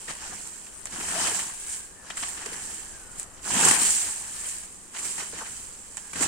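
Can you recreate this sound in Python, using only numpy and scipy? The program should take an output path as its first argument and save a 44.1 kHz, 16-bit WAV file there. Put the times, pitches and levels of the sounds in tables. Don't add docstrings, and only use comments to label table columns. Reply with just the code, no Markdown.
import sys
import numpy as np
from scipy import signal
from scipy.fft import rfft, irfft, next_fast_len
from scipy.io import wavfile

SR = 44100
rng = np.random.default_rng(int(sys.argv[2]) if len(sys.argv) > 2 else 0)


def unload_audio(sound):
    columns = np.transpose(np.atleast_2d(sound))
    steps = np.round(np.clip(columns, -1, 1) * 32767)
    wavfile.write(sys.argv[1], SR, steps.astype(np.int16))


N = 276507
TIME = np.arange(N) / SR
CLOCK = TIME[::32]
PORT_LAG_S = .00011

# frequency in Hz, relative level in dB.
LEAF = [(1000, -18), (2200, 6.5), (3000, -2.5), (3700, -4), (5500, -4), (7500, -1), (9200, -0.5),
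        (10300, -6.5), (12500, -5), (16000, -2)]
DRY_STEM = [(250, -33), (600, 1), (900, 1), (1400, -1), (2000, 8), (3000, -1.5), (4000, -6), (6000, -8.5),
            (10000, -21)]
ROOT = [(40, -17), (98, -1.5), (130, -3), (180, 2), (250, -1), (380, -2), (550, -8), (1000, -41.5),
        (3000, -88)]
# rate per second, spread of sizes in dB.
GRAIN = [(9000, 1.8), (4000, 2.0), (1500, 2.0)]


def from_db(db):
    return 10 ** (np.asarray(db) / 20)


def rms_one(x):
    return x / np.sqrt(np.mean(x ** 2) + 1e-20)


def in_time(rows):
    s, *columns = np.transpose(rows)
    return [np.interp(TIME, s, column) for column in columns]


def panned(db):
    return from_db(np.array([[.5], [-.5]]) * db)


def drift(rate):
    knots = rng.standard_normal(8192)
    return rms_one(np.interp(TIME * rate, np.arange(len(knots)), knots))


def coloured(x, spectrum, power=1, size=4096):
    hz, db = np.transpose(spectrum)
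    grid = np.maximum(np.arange(size // 2 + 1) * SR / size, 1)
    gain = from_db(np.interp(np.log(grid), np.log(hz), db))
    cepstrum = irfft(power * np.log(gain))
    cepstrum[1:size // 2] *= 2
    cepstrum[size // 2 + 1:] = 0
    response = irfft(np.exp(rfft(cepstrum)))
    return signal.oaconvolve(np.atleast_2d(x), response[None], axes=1)[:, :N]


def ringing(clicks, spectrum):
    hz, db = np.transpose(spectrum)
    gain = from_db(np.interp(np.log(np.linspace(1, SR / 2, 2048)), np.log(hz), db))
    return coloured(clicks, spectrum) / np.sqrt(np.mean(gain ** 2))


def hollow(x, hz):
    sharpness, height_db = 4, 11
    ratio = np.maximum(np.arange(x.shape[-1] // 2 + 1) * SR / x.shape[-1], 1) / hz
    colour = 1 + from_db(height_db) / (1 + 1j * sharpness * (ratio - 1 / ratio))
    mean_power = np.mean(abs(colour) ** 2, axis=-1, keepdims=True)
    return irfft(rfft(x) * colour / np.sqrt(mean_power))


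def cracks(per_s, spread_db):
    size, sign, lag = rng.exponential(1, N), rng.choice([-1, 1], N), rng.laplace(0, 1, N)
    born = np.flatnonzero(rng.random(N) < per_s / SR)
    height = sign[born] * from_db(spread_db * np.minimum(size[born], 4))
    lag_samples = np.round(lag[born] * PORT_LAG_S * SR).astype(int)
    late = np.clip(born + lag_samples, 0, N - 1)
    return rms_one(np.array([np.bincount(born, height, N), np.bincount(late, height, N)]))


def breaks(per_s, spread_db, low_hz, high_hz, size=320):
    splinter_s = .0015
    count = int(per_s * N / SR)
    when, pitch, strength = rng.random((3, count, 1))
    splinters = rng.standard_normal((count, size)) * np.exp(-TIME[:size] / splinter_s)
    bursts = hollow(splinters, low_hz * (high_hz / low_hz) ** pitch)
    bursts = bursts * from_db(spread_db * np.minimum(-np.log(1 - strength), 3))
    start = ((np.arange(count)[:, None] + 2 * when) * SR / per_s).astype(int)
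    left = start + np.arange(size)
    lag_samples = np.round(rng.laplace(0, PORT_LAG_S * SR, (count, 1))).astype(int)
    right = np.maximum(left + lag_samples, 0)
    return rms_one(np.array([np.bincount(at.ravel(), bursts.ravel(), N)[:N] for at in (left, right)]))


def crackle(grain, parting):
    *straws, share = parting
    return np.sqrt(1 - share) * cracks(*grain) + np.sqrt(share) * breaks(*straws)


def scattered(clicks, wet_db=-2.0, fade_s=0.012):
    keep = np.exp(-1 / (fade_s * SR))
    power = signal.lfilter([1 - keep], [1, -keep], clicks ** 2 + 1e-20)
    return clicks + from_db(wet_db) * np.sqrt(power) * rng.standard_normal((2, N))


def patchy(x, low_hz, high_hz, patchy_db, rate, count):
    out = 0
    for hz in np.geomspace(low_hz, min(high_hz, SR / 3), count):
        low = signal.sosfiltfilt(signal.butter(4, hz, fs=SR, output="sos"), x)
        out = out + low * from_db(patchy_db * drift(rate))
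        x = x - low
    return out + x


def gliding_band(curve, width_hz, steady=0):
    hz, db = in_time(curve)
    sounding = (TIME > curve[0][0]) & (TIME < curve[-1][0])
    phase = 2 * np.pi * np.cumsum(hz) / SR
    band = (steady + drift(width_hz)) * np.cos(phase) + drift(width_hz) * np.sin(phase)
    return sounding * from_db(db) * rms_one(band)


def field(level_db=-55.0, waver_db=1.6, apart=0.61):
    # frequency in Hz, relative level in dB.
    open_air = [(20, 0), (70, 0), (130, -11), (250, -18), (500, -13), (900, -13), (2000, -15.5),
                (4000, -35.5), (9000, -43), (11000, -28.5), (16000, -47)]
    air = cracks(30000, 1) + apart * rng.standard_normal((2, N))
    return from_db(level_db + waver_db * drift(3.158)) * ringing(air, open_air)


def far_tones(line_db=-4, air_db=-6):
    # time in seconds, pitch in Hz, level in dB before the trims line_db and air_db.
    tones = [
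        [(1.5, 1690, -60), (1.8, 1630, -59), (1.91, 1615, -62), (1.96, 1790, -55), (2.06, 1700, -56.5),
         (2.14, 1590, -60)],
        [(2.5, 1640, -58), (2.66, 1800, -55), (2.83, 1760, -56), (2.96, 1600, -55.5), (3.01, 1510, -56.5),
         (3.12, 1440, -58), (3.19, 1420, -65)],
        [(4.12, 1720, -62), (4.42, 1770, -58), (4.62, 1650, -63)],
        [(6.0, 1650, -64), (6.05, 1650, -59), (6.16, 1700, -59)],
    ]
    out = 0
    for tone in tones:
        out = out + from_db(line_db) * gliding_band(tone, width_hz=40, steady=2)
        out = out + from_db(air_db) * gliding_band(tone, width_hz=300)
    return out


def knocks():
    # start in seconds, level in dB, pitch in Hz.
    knock_rows = [(0.322, -42.5, 890), (0.982, -40.5, 248), (1.033, -46, 754), (1.28, -38, 746),
                  (1.316, -41, 397), (2.103, -36.5, 2760), (2.459, -39, 435), (2.518, -43, 380),
                  (3.5, -33, 900), (3.564, -29, 220), (3.59, -28, 870), (3.666, -26.5, 850),
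                  (3.816, -38, 298.8), (5.217, -46, 398), (5.329, -41, 426), (5.412, -43, 510),
                  (5.415, -41, 1140), (6.205, -30.5, 315)]
    rise_s, width_octaves = 0.0039, 0.65
    out = np.zeros(N)
    for s, level_db, hz in knock_rows:
        at = slice(round(s * SR), round(s * SR) + SR // 10)
        age = (TIME[at] - TIME[at][0]) / rise_s
        scuff = age * np.exp(1 - age)
        edges_hz = hz * 2 ** (width_octaves * np.array([-.5, .5]))
        body = signal.butter(2, edges_hz, "band", fs=SR, output="sos")
        ring = signal.sosfilt(body, scuff * rng.standard_normal(len(age)))
        out[at] += from_db(level_db) * ring * np.sqrt(np.sum(scuff ** 2) / np.sum(ring ** 2))
    return out


def bunches(leaf_db=-6.0, stalk_db=0.0):
    # start in seconds, levels of leaves, stems and roots in dB before the layer trims,
    # length in seconds (the volley peaks halfway), left minus right in dB.
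    bunch_rows = [(0.075, -45, -38, -47, 0.026, -1), (0.096, -42, -39, -49.5, 0.02, 1.5),
                  (0.998, -43, -41, -44, 0.02, -1), (1.173, -40, -36.5, -50, 0.044, -5.5),
                  (1.265, -38.5, -35, -48, 0.019, -11), (1.385, -38, -39.5, -61.5, 0.024, 5),
                  (2.0994, -42.5, -36, -44, 0.0093, 0), (2.168, -37, -38, -62, 0.013, 3),
                  (2.223, -50, -33, -48, 0.017, 1), (2.28, -36.5, -45, -58, 0.015, -3),
                  (2.368, -55, -45.5, -51, 0.025, 2), (2.456, -39, -37, -52, 0.011, -2),
                  (2.526, -41.5, -43.5, -63, 0.019, 0), (3.18, -40, -63, -70, 0.0085, 2),
                  (3.209, -43, -53, -75, 0.012, -1), (3.586, -40, -39, -31, 0.013, -3),
                  (3.648, -20.5, -29, -36, 0.0073, -10), (3.661, -29, -35, -28, 0.012, 0.5),
                  (3.682, -19.5, -29, -44, 0.0093, -3), (3.709, -18, -22, -28, 0.006, 4.5),
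                  (3.732, -25.5, -36, -55, 0.02, 8.5), (3.808, -30.5, -36, -51, 0.024, 7),
                  (4.944, -53, -47, -68, 0.012, -4), (4.959, -44, -40, -63, 0.017, -5),
                  (4.982, -37.5, -43.5, -66, 0.018, -1), (5.04, -35.5, -45.5, -63, 0.026, -6),
                  (5.177, -48, -41.5, -49, 0.013, -2), (5.191, -42, -39.5, -57, 0.026, -2),
                  (5.378, -45, -45, -50, 0.022, -2), (5.452, -55, -43.5, -57, 0.023, 1),
                  (6.131, -36.5, -38, -49, 0.0078, -1), (6.152, -51, -41, -45, 0.019, 6),
                  (6.203, -30.5, -36, -39, 0.014, -3), (6.218, -26.5, -35, -41.5, 0.021, -6)]
    # rate per second, spread of sizes in dB, lowest and highest pitch in Hz, share of the layer's power.
    parting_leaves = (800, 0.7, 4000, 11000, .55)
    parting_stalks = (800, 0.7, 900, 5500, .55)
    parts = np.zeros((3, 2, N))
    for s, *parts_db, length_s, pan_db in bunch_rows:
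        at = slice(round(s * SR), round(s * SR) + SR // 10)
        age = (TIME[at] - TIME[at][0]) / (length_s / 2)
        volley = age * np.exp((1 - age ** 2) / 2)
        parts[:, :, at] += from_db(parts_db)[:, None, None] * panned(pan_db) * volley
    leaves = parts[0] * crackle(GRAIN[0], parting_leaves)
    stalks = parts[1] * crackle(GRAIN[1], parting_stalks)
    roots = parts[2] * cracks(7000, 2)
    leaves = ringing(scattered(leaves, wet_db=0, fade_s=0.01), LEAF)
    stalks = ringing(scattered(stalks, wet_db=-1.0, fade_s=0.018), DRY_STEM)
    return from_db(leaf_db) * leaves + from_db(stalk_db) * stalks + ringing(roots, ROOT)


def snaps(tick_db=-12.0, body_db=3.5, split_s=0.0011, body_s=0.0011):
    # start in seconds, relative tick level in dB, stem level in dB before the trim body_db,
    # pitch of the split in Hz, left minus right in dB.
    snap_rows = [(0.152, -41, -46, 7500, -1), (0.472, -38, -51, 8500, -4), (0.667, -49, -44, 2600, 0),
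                 (0.856, -29.5, -39, 7600, 2), (0.8695, -37, -39.5, 3000, -1),
                 (1.0875, -28.5, -40, 8000, -2), (1.2535, -31.5, -42, 7800, 0), (1.2855, -29, -40, 7500, 0),
                 (1.347, -27.5, -37, 7000, -3), (2.171, -35, -41, 7000, -1), (2.46, -36, -42, 3500, -2),
                 (2.518, -39, -44, 5000, 0), (3.194, -35, -51, 8500, 3), (3.1975, -28, -46, 8000, 4),
                 (3.23, -34, -56, 8500, -1), (3.61, -25, -33, 7500, 0), (3.833, -23.5, -38, 7500, 0),
                 (4.634, -39.5, -49, 7500, -3), (5.9702, -28.5, -38.5, 7000, -5),
                 (5.9775, -42, -40, 2000, -3)]
    # frequency in Hz, relative level in dB.
    splitting = [(1000, -25), (3000, -6), (4200, -2.5), (5500, -1.5), (7800, 1.5), (9200, 0), (10300, -5),
                 (16000, -5)]
    break_db = 5.0
    tick, body = np.zeros((2, 2, N))
    splinters = cracks(25000, 0.7)
    for s, split_db, stem_db, split_hz, pan_db in snap_rows:
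        at = slice(round(s * SR), round(s * SR) + 2048)
        age = TIME[at] - TIME[at][0]
        click = from_db(break_db) * (age == 0)
        split = click + from_db(tick_db) * np.exp(-age / split_s) * splinters[:, at]
        answer = age / body_s * np.exp(1 - age / body_s)
        tick[:, at] += panned(pan_db) * from_db(split_db) * hollow(split, split_hz)
        body[:, at] += panned(pan_db) * from_db(stem_db + body_db) * answer
    ticks = ringing(scattered(tick, wet_db=2, fade_s=0.0052), splitting)
    stems = ringing(scattered(body * splinters, wet_db=-3, fade_s=0.01), DRY_STEM)
    return ticks + stems


def swish():
    # time in seconds, centre frequency in Hz, level in dB.
    swish_curve = [(1.08, 666, -66), (1.185, 697, -33.5), (1.225, 708, -53.5), (1.28, 742, -42),
                   (1.38, 704, -62)]
    return gliding_band(swish_curve, width_hz=160)


def swell(start_s, rise_s, fall_s):
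    rise_power, fall_power = 0.97, 1.323
    age = CLOCK - start_s
    rise = np.clip(age / rise_s, 0, 1) ** rise_power
    return rise * from_db(-20 * np.clip((age - rise_s) / fall_s, 0, 10) ** fall_power)


def movements():
    # start, rise and fall in seconds,
    # relative levels of leaves, stalks and roots in dB, left minus right in dB at the end of the rise.
    cuts = [(0.845, 0.39, 0.4, -31, -33.5, -44.5, 3), (3.41, 0.23, 0.33, -24, -25.5, -34, -0.5),
            (6.123, 0.11, 0.31, -32.5, -31.5, -37.5, -3)]
    # start, rise and fall in seconds, relative level in dB, left minus right in dB.
    sheaves = [(1.2, 0.16, 0.24, -34.5, -9), (1.49, 0.23, 0.2, -36, -1), (3.72, 0.12, 0.45, -24, -1),
               (4.2, 0.26, 0.33, -35.5, 0)]
    backswings = [(-0.15, 0.11, 0.63, -42, -1), (0.14, 0.22, 0.7, -42, -3), (0.6, 0.19, 0.24, -52, 20),
                  (2.13, 0.073, 0.48, -37, -1.5), (2.4, 0.25, 0.59, -39.5, -1.5),
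                  (3.05, 0.17, 0.038, -44.5, -2), (4.7, 0.15, 0.2, -52.5, -3),
                  (4.905, 0.15, 0.56, -35.5, -2), (5.3, 0.22, 0.49, -41.5, -2.5),
                  (5.7, 0.41, 0.15, -46, -4)]
    # leaves, stalks and roots in dB relative to the movement's level.
    sheaf_stirs = (0, -14.5, -30)
    backswing_stirs = (0, -10, -18.5)
    # start and fall in seconds, relative crunch and thud levels in dB.
    steps = [(0.132, 0.28, -42.5, -56), (0.278, 0.083, -48.5, -48.5), (0.895, 0.1, -42, -47.5),
             (1.944, 0.46, -49, -64), (2.336, 0.21, -43.5, -57), (2.45, 0.1, -50, -53),
             (2.478, 0.18, -42, -53), (2.552, 0.43, -50.5, -58.5), (3.358, 0.07, -50.5, -54),
             (3.987, 0.17, -43, -50.5), (4.134, 0.34, -49.5, -61), (4.923, 0.09, -42, -67),
             (5.03, 0.061, -51, -63), (5.156, 0.11, -38.5, -56), (5.294, 0.13, -42.5, -51),
             (5.35, 0.13, -41, -53)]
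    step_rise_share, step_leaf_db, step_pan_db = 0.34, -15, 9
    cut_pan_db_per_s = 16
    for start_s, rise_s, fall_s, *parts_db, pan_db in cuts:
        travel_db = cut_pan_db_per_s * (CLOCK - start_s - rise_s)
        yield swell(start_s, rise_s, fall_s), parts_db, pan_db + travel_db
    for table, stirs in ((sheaves, sheaf_stirs), (backswings, backswing_stirs)):
        for start_s, rise_s, fall_s, level_db, pan_db in table:
            yield swell(start_s, rise_s, fall_s), level_db + np.array(stirs), pan_db
    for start_s, fall_s, crunch_db, thud_db in steps:
        parts_db = (crunch_db + step_leaf_db, crunch_db, thud_db)
        yield swell(start_s, step_rise_share * fall_s, fall_s), parts_db, step_pan_db


def stirring():
    rest_db = (-52.5, -64, -60)
    yield_power = (0.98, 1.19, 1.22)
    rest_pan_db = -0.5
    power = from_db(rest_db)[:, None] ** 2
    place = rest_pan_db * power[0]
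    for gain, parts_db, pan_db in movements():
        stirred = np.array([from_db(db) * gain ** law for db, law in zip(parts_db, yield_power)]) ** 2
        power = power + stirred
        place = place + pan_db * stirred[0]
    gains = [np.interp(TIME, CLOCK, gain) for gain in np.sqrt(power)]
    return gains, np.interp(TIME, CLOCK, place / power[0])


def mowing(leaf_db=-7.0, stalk_db=-3.0, root_db=0.0, clump_db=0.02, leaf_flutter_db=-0.5, stalk_flutter_db=1.0):
    # frequency in Hz, relative level in dB.
    standing = [(250, -13.5), (550, -8.5), (700, -1), (880, 2), (1200, -2.5), (1450, 1.5), (1700, 2.5),
                (2150, 0.5), (3050, -4.5), (3600, -8.5), (6000, -7), (10000, -22)]
    # rate per second, spread of sizes in dB, lowest and highest pitch in Hz, share of the layer's power.
    leaf_partings = (520, 1.2, 3000, 11000, .35)
    stalk_partings = (450, 1.0, 800, 6000, .45)
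    (rustle, crunch, tear), place_db = stirring()
    leaves = crackle(GRAIN[0], leaf_partings)
    stalks = crackle(GRAIN[1], stalk_partings)
    roots = cracks(*GRAIN[2])
    clumps = clump_db * drift(130)
    leaves = leaves * rustle * from_db(leaf_db + clumps + leaf_flutter_db * drift(300))
    stalks = stalks * crunch * from_db(stalk_db + clumps + stalk_flutter_db * drift(60))
    roots = roots * tear * from_db(root_db + clumps)
    leaves = patchy(ringing(scattered(leaves), LEAF), 2160, 15600, patchy_db=1.12, rate=55, count=5)
    stalks = patchy(ringing(scattered(stalks), standing), 536, 5700, patchy_db=2.5, rate=36, count=7)
    return (leaves + stalks) * panned(place_db) + ringing(roots, ROOT)


def scene():
    surroundings = field() + far_tones()
    scythe = mowing() + swish()
    return surroundings + knocks() + bunches() + snaps() + scythe


def record(dry):
    # frequency in Hz, width in Hz, gain in dB.
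    case_modes = [(122, 41, -3.5), (170, 25, 1), (870, 61, 0.5), (1730, 28, -1.5), (2180, 520, -5.5),
                  (3050, 95, 5.5), (3560, 104, -5)]
    # frequency in Hz, left minus right in dB.
    balance = [(60, 6), (200, 6.5), (400, 8), (530, 5), (660, -4), (800, 2), (950, 4), (1150, 11),
               (1400, 3), (1800, 8), (2200, 1), (3000, 3.5), (4500, 2), (7500, -0.5), (13000, -2.5)]
    # frequency in Hz, width in Hz.
    ports = [(8920, 1200), (7607, 836)]
    cutoff_hz = 15800
    padded = 2 * next_fast_len(N // 2 + SR // 20)
    s = 1j * np.arange(padded // 2 + 1) * SR / padded
    case = 1
    for hz, width_hz, db in case_modes:
        above = s ** 2 + s * width_hz * from_db(db / 2) + hz ** 2
        below = s ** 2 + s * width_hz / from_db(db / 2) + hz ** 2
        case = case * above / below
    sides = []
    for x, side, (hz, width_hz) in zip(dry, (.5, -.5), ports):
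        port = hz ** 2 / (s ** 2 + s * width_hz + hz ** 2)
        balanced = coloured(x, balance, power=side)[0]
        sides.append(irfft(rfft(balanced, padded) * case * port)[:N])
    return signal.sosfilt(signal.ellip(10, .2, 70, cutoff_hz, fs=SR, output="sos"), sides)


dry = scene()
out = record(dry)
unload_audio(out)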